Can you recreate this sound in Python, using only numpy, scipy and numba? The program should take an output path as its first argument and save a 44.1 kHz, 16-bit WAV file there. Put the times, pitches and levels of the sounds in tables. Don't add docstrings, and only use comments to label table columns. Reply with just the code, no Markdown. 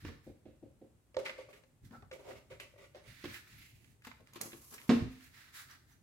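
import sys
import numpy as np
from scipy import signal
from scipy.fft import rfft, irfft
from scipy.io import wavfile
from scipy.ndimage import uniform_filter1d
from numba import njit

SR = 44100
rng = np.random.default_rng(int(sys.argv[2]) if len(sys.argv) > 2 else 0)


def generate_wav(sig):
    pcm = np.round(np.clip(np.atleast_2d(sig).T, -1, 1) * 32767).astype(np.int16)
    wavfile.write(sys.argv[1], SR, pcm)


N = 265482

# mode_hz, relative_db, t60_s
SILL_MODES = [(132, -19, .55), (200, -11, .15), (225, -5, .06), (235, -13, .4), (258, -14, .42),
              (301, -10, .38), (345, -9, .25), (407, -9, .27), (458, -8, .27), (528, -11, .2),
              (620, -14, .15), (720, -14, .17), (960, -13, .15), (1070, -10, .2)]
# mode_hz, relative_db, t60_s
IRON_MODES = [(408, -0.5, 0.087), (528.6, -3, 0.15), (569, -5, 0.13), (601, -32, 0.5), (906, -2, 0.067),
              (1133, 0, 0.045), (1410, -6.5, 0.086), (1954, 2, 0.1), (2140, 1, 0.05), (2280, -34, .03)]
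# frequency_hz, relative_db
TREBLE_SPECTRUM = [(3000, -28), (5000, -3.5), (7000, 1.5), (9000, -2.5), (11500, -0.5), (14000, -5),
                   (16000, -2.5)]

ALIKE_HZ = 670
PORT_LAG_S = 0.00015
CRACK_PAN_DB = -4.5
CRACK_RISE_S = 0.0015
SPOT_DB, SPOT_OCTAVES = 12.5, 0.21


def undb(db):
    return 10 ** (np.asarray(db) / 20)


def unit(x):
    return x / np.sqrt(np.mean(x ** 2))


def fade(t, t60):
    return np.exp(-np.log(1000) * t / t60)


def band(x, hz, width):
    centre = min(hz, .45 * SR)
    sharpness = hz / min(width, .4 * SR)
    return signal.lfilter(*signal.iirpeak(centre, sharpness, fs=SR), x)


@njit
def sweep(x, hz, width):
    y, b, l = np.empty(len(x)), 0., 0.
    for i in range(len(x)):
        g, k = np.tan(np.pi * hz[i] / SR), width / hz[i]
        v = (b + g * (x[i] - l)) / (1 + g * (g + k))
        b, l, y[i] = 2 * v - b, l + 2 * g * v, k * v
    return y


def colour(x, points):
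    hz, db = np.transpose(points)
    f = np.maximum(np.arange(x.shape[-1] // 2 + 1) * SR / x.shape[-1], 1)
    gain = undb(np.interp(np.log(f), np.log(hz), db))
    return irfft(rfft(x) * gain, x.shape[-1])


def ports(count):
    mid, side = rng.standard_normal((2, count))
    side = signal.lfilter(*signal.butter(1, ALIKE_HZ, "high", fs=SR), side)
    return np.array([mid + side, mid - side]) / np.sqrt(2)


def walk(rate):
    k = int(SR / rate)
    return uniform_filter1d(np.repeat(rng.standard_normal(N // k + 1), k), k)[:N]


def glide(s, hz):
    return np.interp(np.arange(N) / SR, s, hz)


def pan(db):
    return undb(np.array([db, -db]) / 2)


def add(out, s, sound, pan_db, lag_s):
    for port, gain in enumerate(pan(pan_db)):
        i = int((s + port * lag_s) * SR)
        out[port, i:i + len(sound)] += gain * sound[:N - i]


def strokes(start, hold, db, rise_s, t60):
    out = np.zeros((len(start), N))
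    rises = np.resize(rise_s, len(start))
    for row, s, hold_s, gain, rise in zip(out, start, hold, undb(db), rises):
        first = max(int(s * SR), 0)
        last = min(int((s + rise + hold_s + t60) * SR), N)
        i = np.arange(first, last)
        t = i / SR - s
        fall = fade(np.maximum(t - rise - hold_s, 0), t60)
        row[i] = gain * np.clip(t / rise, 0, 1) ** 2 * fall
    return out


def ring(modes, contact_ms, scatter_db, blur, rise_s, spot_hz):
    hz, db, t60 = np.transpose(modes)[:, :, None]
    t = np.arange(int(t60.max() * SR)) / SR
    lift_db = SPOT_DB * np.exp(-(np.log2(hz / spot_hz) / SPOT_OCTAVES) ** 2)
    spot = undb(db + lift_db + scatter_db * rng.standard_normal(hz.shape))
    cluster = 0
    for _ in range(3):
        detune = 1 + blur * hz / 1000 * rng.standard_normal(hz.shape)
        cluster = cluster + np.sin(2 * np.pi * hz * detune * t)
    swing = (1 - np.exp(-t / rise_s)) * np.sum(spot * fade(t, t60) * cluster, 0)
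    n = max(int(contact_ms * SR / 1000), 2)
    push = np.sin(np.pi * (np.arange(n) + .5) / n)
    y = np.convolve(swing, push)[:len(t)]
    return y / np.abs(y).max()


def crack(hz, width, t60):
    t, noise = np.arange(SR // 4) / SR, rng.standard_normal(SR // 4)
    narrow = band(noise, hz, width)
    steep = band(band(narrow, hz, 2 * width), hz, 2 * width)
    return unit(steep) * fade(t, t60) * np.minimum(t / CRACK_RISE_S, 1)


def strikes(events, modes, scatter_db, blur, rise_s, crack_hz, crack_t60, lag_s):
    out = np.zeros((2, N))
    for s, body_db, crack_db, contact_ms, spot_hz, free, pan_db in events:
        damped = np.array(modes) * [1, 1, free]
        body = ring(damped, contact_ms, scatter_db, blur, rise_s, spot_hz)
        contact = crack(crack_hz, 2730, free * crack_t60)
        add(out, s - rise_s, undb(body_db) * body, pan_db, lag_s)
        add(out, s - rise_s, undb(crack_db) * contact, pan_db + CRACK_PAN_DB, lag_s)
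    return out


def grit(rate, spread_db):
    size = undb(spread_db * np.minimum(rng.exponential(size=N), 4))
    slips = (rng.random(N) < rate / SR) * size
    puffs = signal.lfilter([1], [1, -fade(1 / SR, 0.045)], slips)
    return unit(ports(N) * puffs)


def friction(table, rise_s, fall_t60, modes, top, rate, blur):
    s, hold, *levels_db, pan_db = np.transpose(table)
    body, gritty, treble = (pan(pan_db) @ strokes(s, hold, db, rise_s, t60)
                            for db, t60 in zip(levels_db, fall_t60))
    slips = grit(rate, 2.1)
    rings = [(hz, undb(db) * unit(band(slips, hz, 0.67 / t60 + blur * hz))) for hz, db, t60 in modes]
    low = unit(sum(y for hz, y in rings if 200 < hz < 800))
    high = sum(y for hz, y in rings if hz > 800)
    hash_noise = unit(band(band(slips, 2200, 2600), 2200, 5000))
    scratch = unit(3.0 * high + hash_noise)
    return body * low + gritty * scratch + treble * unit(colour(slips, top))


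def thumps():
    # time_s, thump_db, crack_db, contact_ms, favoured_mode_hz, free_ring_share, left_minus_right_db
    thump_rows = [(0.052, -36.5, -47, 0.58, 296, 0.22, -1.5), (0.089, -40.5, -57, 0.66, 142, 0.29, -5),
                  (1.911, -49.5, -74, 0.27, 232, 1, 3), (3.243, -36.5, -45.5, 0.73, 325, 0.4, -2.5),
                  (4.072, -47.5, -45, 0.69, 253, 0.27, 3.5), (4.202, -57.5, -80, 0.56, 590, 0.39, 9),
                  (4.362, -49.5, -52, 0.41, 344, 0.33, 9.5), (4.461, -47, -69, 0.5, 335, 0.29, 7),
                  (4.534, -46.5, -82, 0.63, 345, 0.3, 6.5), (4.895, -15.5, -33.5, 0.54, 242, 0.89, -3)]
    return strikes(thump_rows, SILL_MODES, 1.0, 0.017, 0.003, 1190, 0.21, .00003)


def fingers():
    # time_s, thump_db, crack_db, left_minus_right_db
    tap_rows = [(0.272, -40, -87, 3), (0.46, -43, -74.5, -5), (0.632, -43, -81, 3.5),
                (0.82, -44, -83.5, -2.5)]
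    # mode_hz, relative_db, t60_s
    edge_modes = [(165, -15, .1), (233, -1, 0.083), (311.6, 2.5, 0.085), (337.5, -2.5, 0.089),
                  (450, -4.5, 0.089), (529, 0.5, 0.074), (623, -12, 0.072), (724, -9.5, 0.044),
                  (883, -13, 0.072)]
    contact_ms, spot_hz = 1, 669
    second_s, second_db = 0.028, -5.5
    rows = []
    for s, db, crack_db, pan_db in tap_rows:
        for late_s, less_db in ((0, 0), (second_s, second_db)):
            rows.append((s + late_s, db + less_db, crack_db + less_db, contact_ms, spot_hz, 1, pan_db))
    return strikes(rows, edge_modes, 1.0, 0.045, 0.0059, 2000, 0.3, .00005)


def beak_blows():
    # time_s, body_db, crack_db, contact_ms, favoured_mode_hz, free_ring_share, left_minus_right_db
    blow_rows = [(1.146, -47.5, -52, 0.15, 546, 1, 0), (1.169, -25.5, -37.5, 0.83, 520, 0.69, -4.5),
                 (1.219, -44, -72, 0.68, 525, 0.32, -3), (1.294, -44, -58, 0.37, 570, 0.55, 3),
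                 (1.389, -38, -76, 0.47, 565, 0.5, 2), (1.488, -48.5, -69, 0.53, 565, 1, 3),
                 (1.638, -62, -61, 0.55, 630, 0.88, 11), (2.025, -60, -62, 0.35, 387, 0.72, -6),
                 (2.115, -44.5, -46, 0.12, 510, 1, 5), (2.195, -48.5, -60, 0.85, 430, 0.76, 2),
                 (2.51, -48, -67, 0.25, 530, 1, 2), (2.601, -55, -43, 0.32, 560, 1, 7),
                 (2.74, -56, -74, 0.18, 564, 0.51, 4), (2.762, -52, -70, 0.24, 570, 0.6, 3),
                 (2.79, -57, -63, 0.2, 617, 0.9, 10), (2.949, -45.5, -55, 0.21, 554, 0.74, 0)]
    return strikes(blow_rows, IRON_MODES, 3, 0.022, 0.0025, 2200, 0.038, PORT_LAG_S)


def iron_drags():
    # start_s, hold_s, body_db, grit_db, treble_db, left_minus_right_db
    drag_rows = [(1.178, 0.0078, -42, -61, -82, -0.5), (1.245, 0.013, -58, -43, -76, 1),
                 (1.295, 0.0039, -54, -67, -86, -2), (1.372, 0.029, -56, -58, -102, -1),
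                 (1.48, 0.017, -62.5, -73, -75, -2), (1.525, 0.03, -63, -65, -76, 0),
                 (2.118, 0.0043, -50.5, -57.5, -69, -4.5), (2.19, 0.035, -59, -76, -77, -2),
                 (2.236, 0.033, -54.5, -74, -81, -1), (2.28, 0.041, -53.5, -68, -75, -1),
                 (2.345, 0.025, -67.5, -64.5, -82, -3), (2.495, 0.029, -57, -60.5, -75, -1),
                 (2.592, 0.028, -57, -55, -72, 0.5), (2.772, 0.069, -63, -63.5, -75, -2),
                 (2.945, 0.011, -52.5, -89, -80, 2), (3.03, 0.035, -70.5, -67.5, -79, -7)]
    rise_s, t60_s = 0.011, (0.19, 0.13, 0.35)
    return friction(drag_rows, rise_s, t60_s, IRON_MODES, TREBLE_SPECTRUM, 1800, .07)


def claws():
    # start_s, level_db, treble_db, centre_hz, t60_s, left_minus_right_db
    tick_rows = [(1.2597, -40, -73, 1970, 0.13, -7), (1.294, -34, -82, 1770, 0.038, -8.5),
                 (1.5282, -58.5, -71, 1870, 0.16, -6), (1.8462, -74, -69, 3960, 0.11, -13),
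                 (1.9076, -59, -79, 1620, 0.03, -10), (2.3067, -54.5, -80, 1850, 0.08, -11.5),
                 (2.516, -55, -88, 1780, 0.17, -4), (2.5999, -60.5, -67.5, 2470, 0.15, -27.5),
                 (3.254, -45.5, -77, 2340, 0.02, -26.5), (3.3423, -47.5, -67, 1960, 0.17, -10.5),
                 (3.843, -59, -67, 2300, 0.04, -7), (3.875, -62, -72, 1870, 0.016, -8),
                 (4.02, -60, -68, 2100, 0.035, -1), (4.0478, -46, -53, 1610, 0.035, -7),
                 (4.069, -65, -51, 2550, 0.042, -3), (4.114, -47, -78, 1340, 0.019, -20),
                 (4.2048, -65, -71, 2160, 0.03, -15), (4.272, -45, -55, 2070, 0.0092, -3),
                 (4.334, -58, -50, 2120, 0.027, 0), (4.5189, -45, -60, 2290, 0.023, 2),
                 (4.5306, -48, -68, 2220, 0.025, -15.5), (4.7395, -59.5, -50.5, 1600, 0.087, -11),
                 (4.779, -50, -75.5, 2010, 0.084, -6), (4.815, -44, -57, 2090, 0.013, -7),
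                 (5.2077, -64, -72, 1730, 0.023, -27)]
    # start_s, level_db, left_minus_right_db
    snap_rows = [(4.4129, -25.5, -8.5)]
    # mode_hz, relative_db, t60_s
    snap_modes = [(2200, -4, .008), (4170, -8, .012), (6460, -3, .02), (7690, -7, .018), (10400, -5, .012),
                  (12600, 0, .018), (13500, -6, .01)]
    out = np.zeros((2, N))
    for s, db, treble_db, hz, t60, pan_db in tick_rows:
        tick = undb(db) * crack(hz, 1500, t60) + undb(treble_db) * crack(7700, 9900, t60)
        add(out, s, tick, pan_db, PORT_LAG_S)
    for s, db, pan_db in snap_rows:
        add(out, s, undb(db) * ring(snap_modes, .05, 0, 0.0019, 0.00023, 9900), pan_db, PORT_LAG_S)
        add(out, s, undb(db - 8.0) * crack(9160, 9500, 0.039), pan_db, PORT_LAG_S)
    return out


def scrabble():
    # start_s, hold_s, body_db, grit_db, treble_db, left_minus_right_db
    scrabble_rows = [(4.325, 0.031, -55.5, -52.5, -57, -1), (4.398, 0.0046, -47, -62, -61, 3),
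                     (4.42, 0.038, -55.5, -66.5, -54, -3), (4.48, 0.17, -76.5, -75, -63, -2),
                     (4.525, 0.0039, -54.5, -73, -74.5, 3), (4.66, 0.04, -74, -72.5, -59, -2),
                     (4.712, 0.012, -58, -69, -57.5, 1.5), (4.73, 0.022, -63, -66, -57.5, 5),
                     (4.79, 0.18, -69, -66.5, -63, 1.5)]
    # frequency_hz, relative_db
    claw_spectrum = [(3000, -24), (5000, -4), (7000, -2.5), (9000, -4.5), (11500, 2), (13500, -3),
                     (16000, -8.5)]
    rise_s, t60_s = 0.012, (0.11, 0.14, 0.067)
    return friction(scrabble_rows, rise_s, t60_s, SILL_MODES, claw_spectrum, 900, .16)


def creak():
    # start_s, hold_s, level_db, resonance_hz
    creak_rows = [(1.908, 0.024, -55.5, 1390), (2.021, 0.003, -59, 1110)]
    rise_s, t60_s = (0.029, 0.0065), 0.079
    s, hold, db, hz = np.transpose(creak_rows)
    slips, hz = grit(1900, 1.6), glide(s + 0.021, hz)
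    tone = []
    for x in slips:
        moving = sweep(sweep(x, hz, 280.0), hz, 280.0)
        still = band(band(x, 840, 290), 650, 350)
        tone.append(moving + 1.1 * still)
    return strokes(s, hold, db, rise_s, t60_s).sum(0) * unit(np.array(tone))


def rustles():
    # start_s, hold_s, level_db, treble_db, resonance_hz, left_minus_right_db
    rustle_rows = [(-0.04, 0.0053, -60, -63, 1740, -4), (0.026, 0.018, -55, -63, 1840, -4.5),
                   (0.205, 0.051, -76, -76.5, 1900, -9), (1.813, 0.011, -70.5, -69, 1930, -3),
                   (1.89, 0.038, -74.5, -77, 1440, -16), (2.926, 0.0094, -65, -76, 1800, -13),
                   (3.04, 0.14, -63, -67, 2100, -6.5), (3.205, 0.066, -56.5, -61, 2050, -3.5),
                   (3.304, 0.024, -55, -55, 1950, -1), (3.442, 0.15, -63, -65, 1930, -3.5),
                   (3.61, 0.074, -74.5, -71.5, 2270, -6), (3.72, 0.16, -79, -75.5, 2500, -8),
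                   (4.017, 0.0071, -59, -63.5, 1740, 6), (4.238, 0.014, -68, -74, 1650, -4),
                   (4.937, 0.046, -60, -68.5, 2000, -8), (5.08, 0.11, -66.5, -67.5, 1960, -1.5),
                   (5.204, 0.026, -67, -65.5, 2080, -5), (5.303, 0.15, -63, -66.5, 1880, -4.5),
                   (5.513, 0.06, -55, -54.5, 1850, -2.5), (5.662, 0.037, -59.5, -64.5, 1620, -4.5),
                   (5.854, 0.044, -72, -72.5, 1690, -5)]
    rise_s, t60_s = 0.039, (0.22, 0.2)
    s, hold, db, treble_db, hz, pan_db = np.transpose(rustle_rows)
    hz = glide(s + rise_s, hz)
    rub = grit(4000, 2.0)
    core = np.array([sweep(sweep(x, hz, 1800.0), hz, 1800.0) for x in rub])
    upper = band(band(rub, 3470, 3300), 3470, 3300)
    middle = unit(unit(core) + .5 * unit(upper))
    level, treble = (pan(pan_db) @ strokes(s, hold, d, rise_s, t60)
                     for d, t60 in zip((db, treble_db), t60_s))
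    mix = level * middle + treble * unit(colour(rub, TREBLE_SPECTRUM))
    late = np.arange(N) - SR / uniform_filter1d(hz, int(.1 * SR))
    echo = np.array([np.interp(late, np.arange(N), x) for x in mix])
    return undb(walk(25)) * (mix + .09 * echo)


def whistle():
    # multiple, relative_db
    partials = [(3, 0), (4, -3), (5, 1)]
    start_s, length_s, level_db = 2.99, 0.21, -79
    from_hz, to_hz = 2040, 2290
    out = np.zeros((2, N))
    along = np.arange(int(length_s * SR)) / SR / length_s
    hz = from_hz + (to_hz - from_hz) * np.sin(np.pi * along / 2) ** 2
    wavering_hz = hz * (1 + .003 * walk(70)[:len(hz)])
    phase = 2 * np.pi * np.cumsum(wavering_hz) / SR
    tone = sum(undb(d) * np.sin(k * phase) for k, d in partials)
    level = undb(level_db + 1.5 * walk(30)[:len(hz)]) * np.sin(np.pi * along)
    add(out, start_s, level * tone, 0, 0)
    return out


def high_tones():
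    # start_s, pitch_hz, level_db, length_s
    tone_rows = [(3.576, 11600, -63, 0.027), (5.71, 5800, -55, 0.0079), (5.916, 6030, -68, 0.018)]
    out = np.zeros((2, N))
    for s, hz, db, length_s in tone_rows:
        t = np.arange(int(length_s * SR)) / SR
        tone = np.sin(np.pi * t / length_s) * np.sin(2 * np.pi * hz * t)
        add(out, s, undb(db) * tone, -2, PORT_LAG_S)
    return out


def room(x):
    # frequency_hz, t60_s
    room_decay = [(100, 0.5), (500, 0.29), (2000, 0.51), (7000, 0.21), (12000, 0.75)]
    room_db, gap_s = -4.5, 0.0035
    t = np.arange(int(.6 * SR)) / SR
    hz, t60 = np.transpose(room_decay)
    noise = ports(len(t))
    tail = 0
    for f in 110 * 2. ** np.arange(8):
        octave_t60 = np.interp(np.log(f), np.log(hz), t60)
        tail = tail + band(noise, f, 1.15 * f) * fade(t, octave_t60)
    tail = tail * np.clip(t / gap_s - 1, 0, 1)
    tail = tail / np.sqrt(np.sum(tail ** 2) / 2)
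    return undb(room_db) * signal.fftconvolve(x.mean(0, keepdims=True), tail, axes=1)[:, :N]


def background():
    # frequency_hz, relative_db
    rumble_spectrum = [(12, -79), (20, -42.5), (42, -5.5), (109, 0.5), (140, -2.5), (184, -12.5),
                       (258, -11.5), (400, -25.5), (520, -63), (880, -120)]
    # frequency_hz, relative_db
    hiss_spectrum = [(120, -46), (200, -28), (294, -11), (548, -19.5), (623, -19), (933, -22.5),
                     (1080, -24.5), (5230, -35), (8120, -30.5), (16000, -39)]
    # start_s, hold_s, level_db
    shudder_rows = [(0.013, 0.079, -50.5), (0.259, 0.01, -57.5), (0.454, 0.007, -66), (0.614, 0.023, -65),
                    (1.148, 0.0083, -58), (1.81, 0.022, -56.5), (1.954, 0.057, -61), (2.323, 0.017, -67),
                    (2.494, 0.025, -69), (3.049, 0.03, -61.5), (3.229, 0.03, -54), (3.51, 0.072, -64.5),
                    (3.712, 0.16, -71.5), (4.929, 0.005, -44.5), (4.998, 0.01, -34.5), (5.247, 0.005, -70)]
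    rumble_db, sway_db, flicker_db, hiss_db = -68, 1, 1.1, -76.5
    unrelated = .28 * rng.standard_normal((2, N))
    rumble = unit(colour(ports(N) + unrelated, rumble_spectrum))
    shudder = strokes(*np.transpose(shudder_rows), 0.025, 0.25).sum(0)
    swell = undb(rumble_db + sway_db * walk(2.5) + flicker_db * walk(30)) + shudder
    return swell * rumble + undb(hiss_db) * unit(colour(ports(N), hiss_spectrum))


def scene():
    sill = thumps() + fingers()
    iron = beak_blows() + iron_drags()
    small = claws() + scrabble() + creak() + rustles() + whistle() + high_tones()
    return sill + iron + small + room(1.26 * sill + iron + small) + background()


def record(dry):
    return signal.sosfilt(signal.ellip(10, .2, 80, 15800, fs=SR, output="sos"), dry)


dry = scene()
out = record(dry)
generate_wav(out)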